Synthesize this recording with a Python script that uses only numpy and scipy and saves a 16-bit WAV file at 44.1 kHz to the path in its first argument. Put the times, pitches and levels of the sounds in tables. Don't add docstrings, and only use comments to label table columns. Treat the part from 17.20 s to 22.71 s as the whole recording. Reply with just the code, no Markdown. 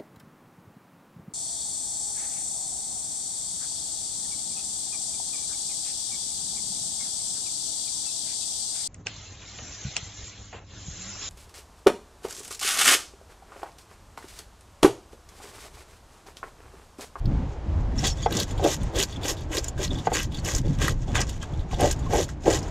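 import sys
import numpy as np
from scipy import signal
from scipy.fft import rfft, irfft
from scipy.io import wavfile
from scipy.ndimage import uniform_filter1d

SR = 44100
rng = np.random.default_rng(int(sys.argv[2]) if len(sys.argv) > 2 else 0)


def inscribe(sig):
    pcm = np.round(np.clip(np.atleast_2d(sig).T, -1, 1) * 32767)
    wavfile.write(sys.argv[1], SR, pcm.astype(np.int16))


N = 242946


def amp(db):
    return 10 ** (np.asarray(db) / 20)


def evened(x):
    return x / np.sqrt(np.mean(x ** 2) + 1e-20)


def curves(rows):
    s, *columns = np.transpose(rows)
    return [np.interp(np.arange(N) / SR, s, c) for c in columns]


def colour(x, points):
    hz, db = np.transpose(points)
    grid = np.abs(np.fft.fftfreq(16384, 1 / SR)) + 1
    grid_db = np.interp(np.log(grid), np.log(hz), np.maximum(db, -100))
    log_gain = np.log(amp(grid_db))
    taps = np.fft.ifft(np.exp(np.conj(signal.hilbert(log_gain)))).real[:8192]
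    return signal.oaconvolve(x, taps)[:N]


def band(x, lo_hz, hi_hz):
    return evened(signal.sosfilt(signal.butter(3, [lo_hz, hi_hz], "band", fs=SR, output="sos"), x))


def wander(count, samples):
    noise = rng.standard_normal(count)
    return evened(uniform_filter1d(uniform_filter1d(noise, samples), samples))


def grit(per_s, spread_db, burst_s, bed):
    struck = rng.random(N) < per_s / SR
    size = amp(spread_db * np.minimum(rng.exponential(1, N), 4)) * struck
    bursts = signal.lfilter([1], [1, -np.exp(-1 / (burst_s * SR))], size)
    return evened(rng.standard_normal(N) * (bed + evened(bursts)))


def ring(x, modes):
    out = 0
    for k, (hz, width, db) in enumerate(modes):
        b, a = signal.iirpeak(hz, hz / width, SR)
        out = out + (-1) ** k * amp(db) * signal.lfilter(b, a, x)
    return out


def near(modes, centre_hz, fall_db):
    return [amp(db - fall_db * np.log2(hz / centre_hz) ** 2) for hz, width, db in modes]


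def swell(start, length, first_db, last_db, rise, fall):
    t = np.arange(N) / SR - start
    along = np.clip(t / length, 0, 1)
    held_db = first_db + (last_db - first_db) * along
    return held_db + rise * np.minimum(t, 0) - fall * np.maximum(t - length, 0), along


def add(mix, s, sound):
    part = mix[round(s * SR):][:len(sound)]
    part += sound[:len(part)]


# frequency in Hz, relative density in dB.
STREET_SPECTRUM = [(150, -40), (300, -2), (450, -5.5), (850, -7.5), (1300, -17), (2000, -21.5),
                   (3500, -28.5), (7300, -36), (8300, -45), (11000, -51), (16000, -89)]
# time in seconds, level in dB before the random drift.
STREET_SWELL = [(0, -42), (.7, -42), (1.5, -42.5), (2.5, -45.5), (3.5, -44), (4.4, -45), (5.51, -44.5)]


def street():
    (level_db,) = curves(STREET_SWELL)
    drift_db = 2.4 * wander(N, 6000)
    return amp(level_db + drift_db) * evened(colour(rng.standard_normal(N), STREET_SPECTRUM))


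# frequency in Hz, relative density in dB.
WIND_SPECTRUM = [(5.9, -34), (10, -5), (59, -0.5), (145, -4.5), (239, -14), (317, -10), (371, -10.5),
                 (420, -17.5), (550, 0), (920, -120)]
# time in seconds, level of the low wind in dB.
GUSTS = [(0.0, -17), (0.04, -32), (0.06, -22), (0.44, -37.5), (0.49, -24.5), (1.32, -33), (1.35, -25.5),
         (1.55, -34.5), (1.67, -26), (1.72, -39), (1.76, -28.5), (1.84, -36.5), (2.25, -33), (2.29, -27.5),
         (2.33, -36.5), (2.67, -31), (2.75, -25.5), (2.87, -45), (2.9, -34), (3.27, -29), (3.31, -38),
         (3.36, -23), (3.42, -30), (3.47, -22.5), (3.57, -28), (3.61, -26), (3.94, -26), (4.29, -35.5),
         (4.4, -22.5), (4.48, -40), (4.54, -23), (4.6, -33.5), (4.63, -24.5), (5.22, -37), (5.32, -28),
         (5.51, -33.5)]
# time in seconds, level of the upper wind in dB.
FLUTTER = [(0.0, -29), (0.04, -42), (0.07, -23.5), (0.37, -49.5), (0.49, -35.5), (0.84, -31.5), (1.0, -43),
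           (1.13, -31), (1.39, -43), (1.46, -32.5), (1.5, -38), (2.52, -43.5), (2.75, -28), (2.85, -39.5),
           (3.21, -32), (3.31, -44), (3.36, -29), (3.9, -34.5), (4.2, -43), (4.59, -37.5), (4.63, -22),
           (4.69, -39.5), (5.05, -32), (5.09, -44), (5.39, -33.5), (5.51, -42.5)]


def wind():
    (low_db,), (upper_db,) = curves(GUSTS), curves(FLUTTER)
    lumps = amp(3.7 * wander(N, 900))
    air = colour(rng.standard_normal(N), WIND_SPECTRUM)
    low = amp(low_db) * band(air, 18, 107.2)
    upper = amp(upper_db) * evened(band(air, 137.0, 282.0) * lumps)
    return low + upper


def yard(x):
    t = np.arange(4000) / SR
    signs = rng.choice([-1., 1.], len(t))
    sparse = rng.random(len(t)) < .05
    taps = signs * sparse * amp(-60 * t / 0.037) * (t > .002)
    return signal.oaconvolve(x, taps / np.linalg.norm(taps))[:N]


# frequency in Hz, width in Hz of the sharper of two resonances
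# in series, relative gain in dB before the place of pressure weights it.
TABLE_MODES = [(334, 27.3, 2), (395, 95, -1), (477.6, 99, -2.5), (562.5, 25, -5.5), (721, 35, 3),
               (763, 52, -1), (1000, 54, -10)]
BUILD_DB, PUSH_FALL_DB_PER_S = 22, 620
PUSH_SAG, LUMP_DB = 0.93, 1.5
# end of the build-up in seconds, build-up in seconds, length after it in
# seconds, level at the end of the build-up in dB, level at the end of the push in dB,
# favoured frequency at the end of the build-up in Hz.
PUSHES = [(0.844, 0.029, 0.038, -29, -39, 635), (1.12, .03, 0.028, -29, -41, 484),
          (1.186, .05, 0.026, -27.5, -32.5, 420), (1.464, .06, 0.065, -15, -43, 493),
          (1.75, 0.027, 0.068, -28, -28.5, 438), (2.056, 0.034, 0.013, -30.5, -44, 480),
          (2.109, 0.048, 0.0065, -28.5, -34, 426), (2.31, 0.028, 0.073, -36.5, -30.5, 443),
          (2.599, .035, 0.046, -30.5, -34, 430), (2.717, 0.019, 0.081, -36, -55, 434),
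          (2.958, 0.047, 0.046, -31, -38, 410), (3.256, 0.027, 0.043, -35.5, -35.5, 470),
          (3.342, .025, 0.033, -30.5, -48, 474), (3.448, 0.023, 0.11, -35, -53, 387),
          (3.625, .035, 0.098, -30, -41.5, 490), (3.89, .03, 0.024, -36, -50, 594),
          (3.97, 0.058, 0.037, -33, -33, 570), (4.604, 0.04, 0.048, -24.5, -19.5, 587),
          (4.669, .02, 0.043, -25.5, -39, 510), (4.947, 0.05, 0.013, -18, -22.5, 586),
          (4.99, .03, 0.048, -19.5, -39, 480), (5.275, 0.028, 0.11, -15, -37.5, 510)]


def drumming(s, build, length, level_db, end_db, centre_hz):
    db, along = swell(s, length, level_db, end_db, BUILD_DB / build, PUSH_FALL_DB_PER_S)
    heard = np.flatnonzero(db > -75)
    gains = near(TABLE_MODES, centre_hz * PUSH_SAG ** along[heard], 17.0)
    noise = rng.standard_normal(len(heard))
    slips = signal.lfilter([1], [1, -.9], noise) / np.sqrt(sum(g ** 2 for g in gains))
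    shake = 0
    for g, (hz, width, _) in zip(gains, TABLE_MODES):
        sharp = ring(g * slips, [(hz, width, 0)])
        shake = shake + ring(sharp, [(hz, 3 * width, 0)])
    lumps_db = LUMP_DB * wander(len(heard), 200)
    body = band(shake, 245, 1600) + 0.063 * band(noise, 720, 2180)
    return heard[0] / SR, amp(db[heard] + lumps_db) * body


# frequency in Hz, width in Hz before each blow's damping,
# relative gain in dB before the place of the blow weights it.
RIM_MODES = [(385, 31, -5.5), (488, 84, -2), (698, 43, -0.5), (839, 56, 1), (1140, 73, -12.5),
             (1480, 100, -14.5), (1640, 120, -43), (2040, 50, -12), (2420, 80, -27)]
# time in seconds, peak of the ringing modes in dB,
# favoured frequency in Hz, damping as a factor on the mode widths.
KNOCKS = [(1.06, -8, 854, 0.57), (1.395, -21, 630, 1.1), (2.87, -9, 790, .7), (2.917, -15.5, 650, 0.55),
          (2.925, -27, 700, .8), (4.53, -22, 730, 0.8)]


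def knocks():
    out, t = np.zeros(N), np.arange(5000) / SR
    for s, db, centre_hz, damp in KNOCKS:
        modes = 0
        for k, (gain, (hz, width, _)) in enumerate(zip(near(RIM_MODES, centre_hz, 2.8), RIM_MODES)):
            decay = np.exp(-np.pi * width * damp * t)
            modes = modes + (-1) ** k * gain * decay * np.sin(2 * np.pi * hz * t)
        modes *= (1 - np.exp(-t / 0.00032)) / np.abs(modes).max()
        rattle = 0.055 * band(rng.standard_normal(len(t)), 540, 4100) * np.exp(-t / 0.0054)
        scuff = .04 * band(rng.standard_normal(len(t)), 450, 1500) * np.exp(-t / 0.029)
        add(out, s, amp(db) * (modes + rattle + scuff))
        add(out, s + 0.00657, amp(db - 1.5) * modes)
    return out


PING_T60_S = 0.05
# start in seconds, level in dB before onset and decay,
# pitch in Hz, time held in seconds.
PINGS = [(.783, -33, 5620, .008), (.9, -40.5, 5440, 0.026), (.9, -39, 4500, .0095), (.98, -49, 3500, .022),
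         (1.02, -47, 4600, 0.033), (1.025, -38.5, 6760, 0.0093), (1.028, -41.5, 3390, 0.036),
         (1.046, -45, 6870, 0.0078), (1.069, -50, 5600, 0.013), (1.96, -39, 3380, 0.0037),
         (2.706, -34, 3520, 0.0072), (2.752, -40, 3450, 0.0047), (2.855, -45, 6950, .0093),
         (2.86, -45, 4600, .006), (3.13, -50, 3400, .033), (3.185, -41, 4440, .008),
         (3.881, -51, 3420, 0.022), (3.952, -49, 3340, 0.013), (4.215, -44.5, 3210, 0.02),
         (4.51, -43, 1103, .012), (4.862, -39, 1080, 0.0098)]


def pings():
    out, t = np.zeros(N), np.arange(6000) / SR
    for s, db, hz, held in PINGS:
        rub = rng.standard_normal((2, len(t) + 1000))
        unevenness = amp(1.6 * evened(uniform_filter1d(rub[1], 90)))
        tone = band(rub[0], hz * .96, hz * 1.04) * unevenness
        shape = amp(-60 * np.maximum(t - held, 0) / PING_T60_S) * np.minimum(t / 0.0015, 1)
        add(out, s, amp(db) * evened(tone[1000:]) * shape)
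    return out


CRACK_T60_S = 0.027
# time in seconds, starting level of the crack's main band in dB,
# its centre in Hz, starting level of the tick in dB.
SNAPS = [(0.0562, -39, 4300, -45), (.7203, -46, 1640, -57), (0.841, -26, 3480, -46),
         (0.855, -25, 4470, -35), (.8774, -30, 6800, -39), (1.126, -27.5, 3670, -24.5),
         (1.1692, -20.5, 6250, -30), (1.201, -19, 3800, -18), (1.233, -36, 7000, -27),
         (1.4274, -40, 3710, -53), (1.4422, -29, 3300, -26.5), (1.504, -33, 3730, -38),
         (1.6327, -39, 7800, -36), (1.788, -26, 7320, -33), (1.801, -21, 2870, -28),
         (1.8125, -22, 3470, -26), (1.8337, -21, 5570, -22), (2.0834, -30, 6860, -29),
         (2.209, -52, 3200, -40), (2.3823, -19.5, 5330, -24), (2.4422, -25.5, 6550, -26),
         (2.578, -37.5, 1650, -54), (2.6386, -27, 6100, -37), (2.678, -37, 4070, -46),
         (2.955, -32, 7060, -36), (2.998, -26.5, 3170, -29), (3.031, -34, 6800, -24),
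         (3.248, -28, 6340, -28), (3.3186, -34, 7130, -30), (3.349, -19.5, 6200, -29),
         (3.3822, -28.5, 6200, -31), (3.62, -31, 6830, -32), (3.681, -15, 1600, -19),
         (3.9515, -31, 6560, -43), (4.005, -23.5, 6500, -27), (4.0144, -20, 5800, -40),
         (4.093, -37, 5870, -34), (4.2332, -35.5, 1460, -49), (4.3938, -45, 3700, -55),
         (4.5116, -35, 2450, -56), (4.609, -32, 3520, -20), (4.713, -21, 6800, -21),
         (4.727, -36.5, 2920, -24), (4.861, -46, 3600, -52), (4.9054, -41, 2000, -49),
         (4.941, -33, 2050, -28), (5.0882, -34.5, 1800, -47), (5.334, -23.5, 5450, -29),
         (5.39, -29, 6160, -48), (5.4295, -37, 5800, -44)]


def snaps():
    out, t = np.zeros(N), np.arange(3000) / SR
    for s, db, hz, tick_db in SNAPS:
        noise = rng.standard_normal(len(t) + 300)
        tick = amp(tick_db) * band(noise, 5700, 12600)[300:] * np.exp(-t / 0.0007)
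        splinter = band(noise, hz * 0.74, hz * 1.19) + 0.37 * band(noise, 1100, 8600)
        crack = splinter[300:] * amp(db - 60 * t / CRACK_T60_S)
        add(out, s, (tick + crack) * np.minimum(t / .0003, 1))
    return out


# frequency in Hz, relative density in dB.
RASP_SPECTRUM = [(530, -50), (900, -7), (1100, -1.5), (1370, -13), (1540, -3.5), (1980, -3.5), (2230, -8),
                 (3430, -0.5), (4620, -5), (6850, 1.5), (9230, -16), (12400, -14.5), (15600, -28)]


def tearing():
    edges_hz = [900, 1900, 3100, 4800, 7600, 15000]
    sizes = 0
    for lo, hi in zip(edges_hz, edges_hz[1:]):
        crackle = grit(per_s=160, spread_db=0.5, burst_s=0.0039, bed=1.0)
        sizes = sizes + np.sqrt(hi - lo) * band(crackle, lo, hi)
    shared = grit(per_s=500, spread_db=4.8, burst_s=.0007, bed=.35)
    return colour(shared + .8 * evened(sizes), RASP_SPECTRUM)


DIG_DB, RISE_DB_PER_S, FALL_DB_PER_S = 23, 558, 659
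ARCH_DB = 0.5
RING_SAG_DB, DULL_SAG_DB = 4, 6.5
DRAG_DULL_DB, DRAG_FIZZ_DB, HOVER_DB = -3.5, -19, -78
# bite in seconds, dig-in in seconds, length in seconds, rasp at
# bite in dB, rasp at lift in dB, steel centre at bite in Hz, steel centre at lift in Hz,
# steel ring midway, dull share at bite and fizz, these three in dB relative to the rasp.
STROKES = [(0.845, 0.02, 0.059, -26, -34, 5100, 5600, 14, -4.5, -20),
           (1.122, .035, 0.1, -37.5, -29, 4770, 4600, 9, -1.5, -15),
           (1.44, 0.027, .1, -36, -28.5, 4000, 4830, 11.5, -1, -12),
           (1.762, 0.036, 0.068, -35.5, -26.5, 4020, 4860, 17.5, -2, -11.5),
           (2.049, 0.037, 0.057, -38, -24, 4440, 6200, 17.5, -2.5, -11),
           (2.325, 0.033, 0.056, -38.5, -28, 5700, 5200, 3, 1.5, -12),
           (2.59, .035, 0.061, -44, -30, 4300, 5600, 11, 0.5, -14.5),
           (2.95, 0.046, 0.095, -30.5, -39, 5800, 5270, 16.5, 0.5, -14),
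           (3.267, 0.041, 0.12, -33, -38, 5800, 6500, 16, -2, -12),
           (3.623, 0.044, 0.091, -30.5, -36, 4900, 6400, 13.5, 2, -13),
           (3.954, 0.018, 0.071, -34, -34.5, 5130, 6300, 17.5, 6.5, -25),
           (4.603, 0.032, 0.12, -33, -35, 4100, 6640, 11.5, -1, -15),
           (4.935, 0.059, 0.096, -34, -31.5, 5050, 6200, 18, -1.5, -13),
           (5.267, .04, 0.1, -37, -29.5, 5800, 6000, 12.5, -0.5, -16.5)]
# start in seconds, length in seconds,
# rasp at start in dB, rasp at end in dB, steel centre in Hz, steel ring in dB relative to the rasp.
DRAGS = [(.29, 0.043, -62, -57, 4500, 2), (.585, 0.022, -65, -58, 4500, 4),
         (0.792, 0.045, -39, -40, 5500, 21), (0.962, 0.095, -50.5, -43.5, 5600, 14.5),
         (1.095, .015, -50, -49, 4500, 12), (1.291, 0.042, -45, -51, 5300, 19.5),
         (1.36, 0.057, -57, -49, 4500, 13), (1.603, 0.093, -52, -54, 4400, 12),
         (1.866, .1, -49.5, -49.5, 3900, 10), (2.17, 0.066, -52, -53, 4000, 10),
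         (2.44, 0.046, -44.5, -45.5, 6700, 26), (2.707, 0.13, -47, -53, 3500, 20.5),
         (2.823, 0.041, -55, -42, 5300, 13), (3.12, 0.073, -55, -44.5, 4300, 20.5),
         (3.446, 0.11, -56, -48, 4300, 13), (3.76, .08, -62.5, -52, 3900, 8),
         (3.878, 0.054, -50.5, -50, 4200, 8), (4.073, 0.097, -47.5, -49.5, 4930, 14),
         (4.221, 0.0094, -47, -41, 3600, 8), (4.275, .16, -60.5, -60.5, 3900, 18),
         (4.526, 0.036, -42, -53.5, 4100, 20.5), (4.566, .02, -50.5, -45.5, 3700, 21),
         (4.76, .06, -55, -58, 6000, 17), (4.835, 0.03, -58, -51, 4200, 13),
         (5.098, 0.038, -45, -60, 4300, 5), (5.24, 0.017, -46, -47, 6500, 23),
         (5.397, 0.081, -49.5, -54.5, 6200, 20.5), (5.48, .04, -57, -62.5, 6100, 16)]


def contact():
    # rasp dB, steel ring dB, steel centre Hz, dull share dB, fizz dB
    state = np.tile([[HOVER_DB], [10.], [4500.], [DRAG_DULL_DB], [DRAG_FIZZ_DB]], N)

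    def take(*new):
        louder = new[0] > state[0]
        return np.array([np.where(louder, a, b) for a, b in zip(new, state)])

    for s, dig, length, first_db, last_db, first_hz, last_hz, ring_db, dull_db, fizz_db in STROKES:
        db, along = swell(s, length, first_db, last_db, DIG_DB / dig, FALL_DB_PER_S)
        state = take(db + ARCH_DB * np.sin(np.pi * along), ring_db - RING_SAG_DB * (along - .5),
                     first_hz + (last_hz - first_hz) * along, dull_db - DULL_SAG_DB * along, fizz_db)
    for s, length, first_db, last_db, hz, ring_db in DRAGS:
        db, _ = swell(s, length, first_db, last_db, RISE_DB_PER_S, FALL_DB_PER_S)
        state = take(db, ring_db, hz, DRAG_DULL_DB, DRAG_FIZZ_DB)
    return uniform_filter1d(state, size=200, axis=1)


# frequency in Hz, width in Hz, relative gain in dB before the
STEEL_MODES = [(3200, 130, -11), (3506, 330, 6.5), (4476, 86, -0.5), (5160, 57, -11), (6490, 130, -7.5),
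               (7010, 133, 5.5), (6500, 61, -6)]


def scraping():
    rasp_db, steel_db, steel_hz, dull_db, fizz_db = contact()
    slips = tearing()
    fizz = amp(rasp_db + fizz_db) * band(slips, 8850, 16300)
    bright = amp(rasp_db) * band(slips, 2720, 8930)
    dull = amp(rasp_db + dull_db) * band(slips, 460, 2870)
    gains = near(STEEL_MODES, steel_hz, 24.0)
    taps = amp(rasp_db + steel_db) * grit(per_s=280, spread_db=15.0, burst_s=0.01, bed=0.15)
    taps /= np.sqrt(sum(g ** 2 for g in gains))
    steel = sum(ring(g * taps, [(hz, width, 0)]) for g, (hz, width, _) in zip(gains, STEEL_MODES))
    return fizz + bright + dull + steel


def scene():
    work = scraping() + snaps() + pings() + knocks()
    for push in PUSHES:
        add(work, *drumming(*push))
    return np.tile(work + amp(-10.0) * yard(work) + wind() + street(), (2, 1))


# frequency in Hz, side relative to mid in dB
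PORTS = [(60, -106), (9500, -31.5), (11300, -8), (15000, -0.5)]


def record(dry):
    mid = dry.mean(0)
    flutter = wander(N, 150)
    hz, db = np.transpose(PORTS)
    side_db = np.interp(np.log(np.fft.rfftfreq(N, 1 / SR) + 1), np.log(hz), db)
    top = irfft(rfft(mid) * amp(side_db), N)
    side = (1.1 * flutter - .6) * top
    pair = np.array([mid + side, mid - side])
    low_pass = signal.firwin(511, 15750, window=("kaiser", 9), fs=SR)
    return signal.oaconvolve(pair, low_pass[None], "same")


dry = scene()
out = record(dry)
inscribe(out)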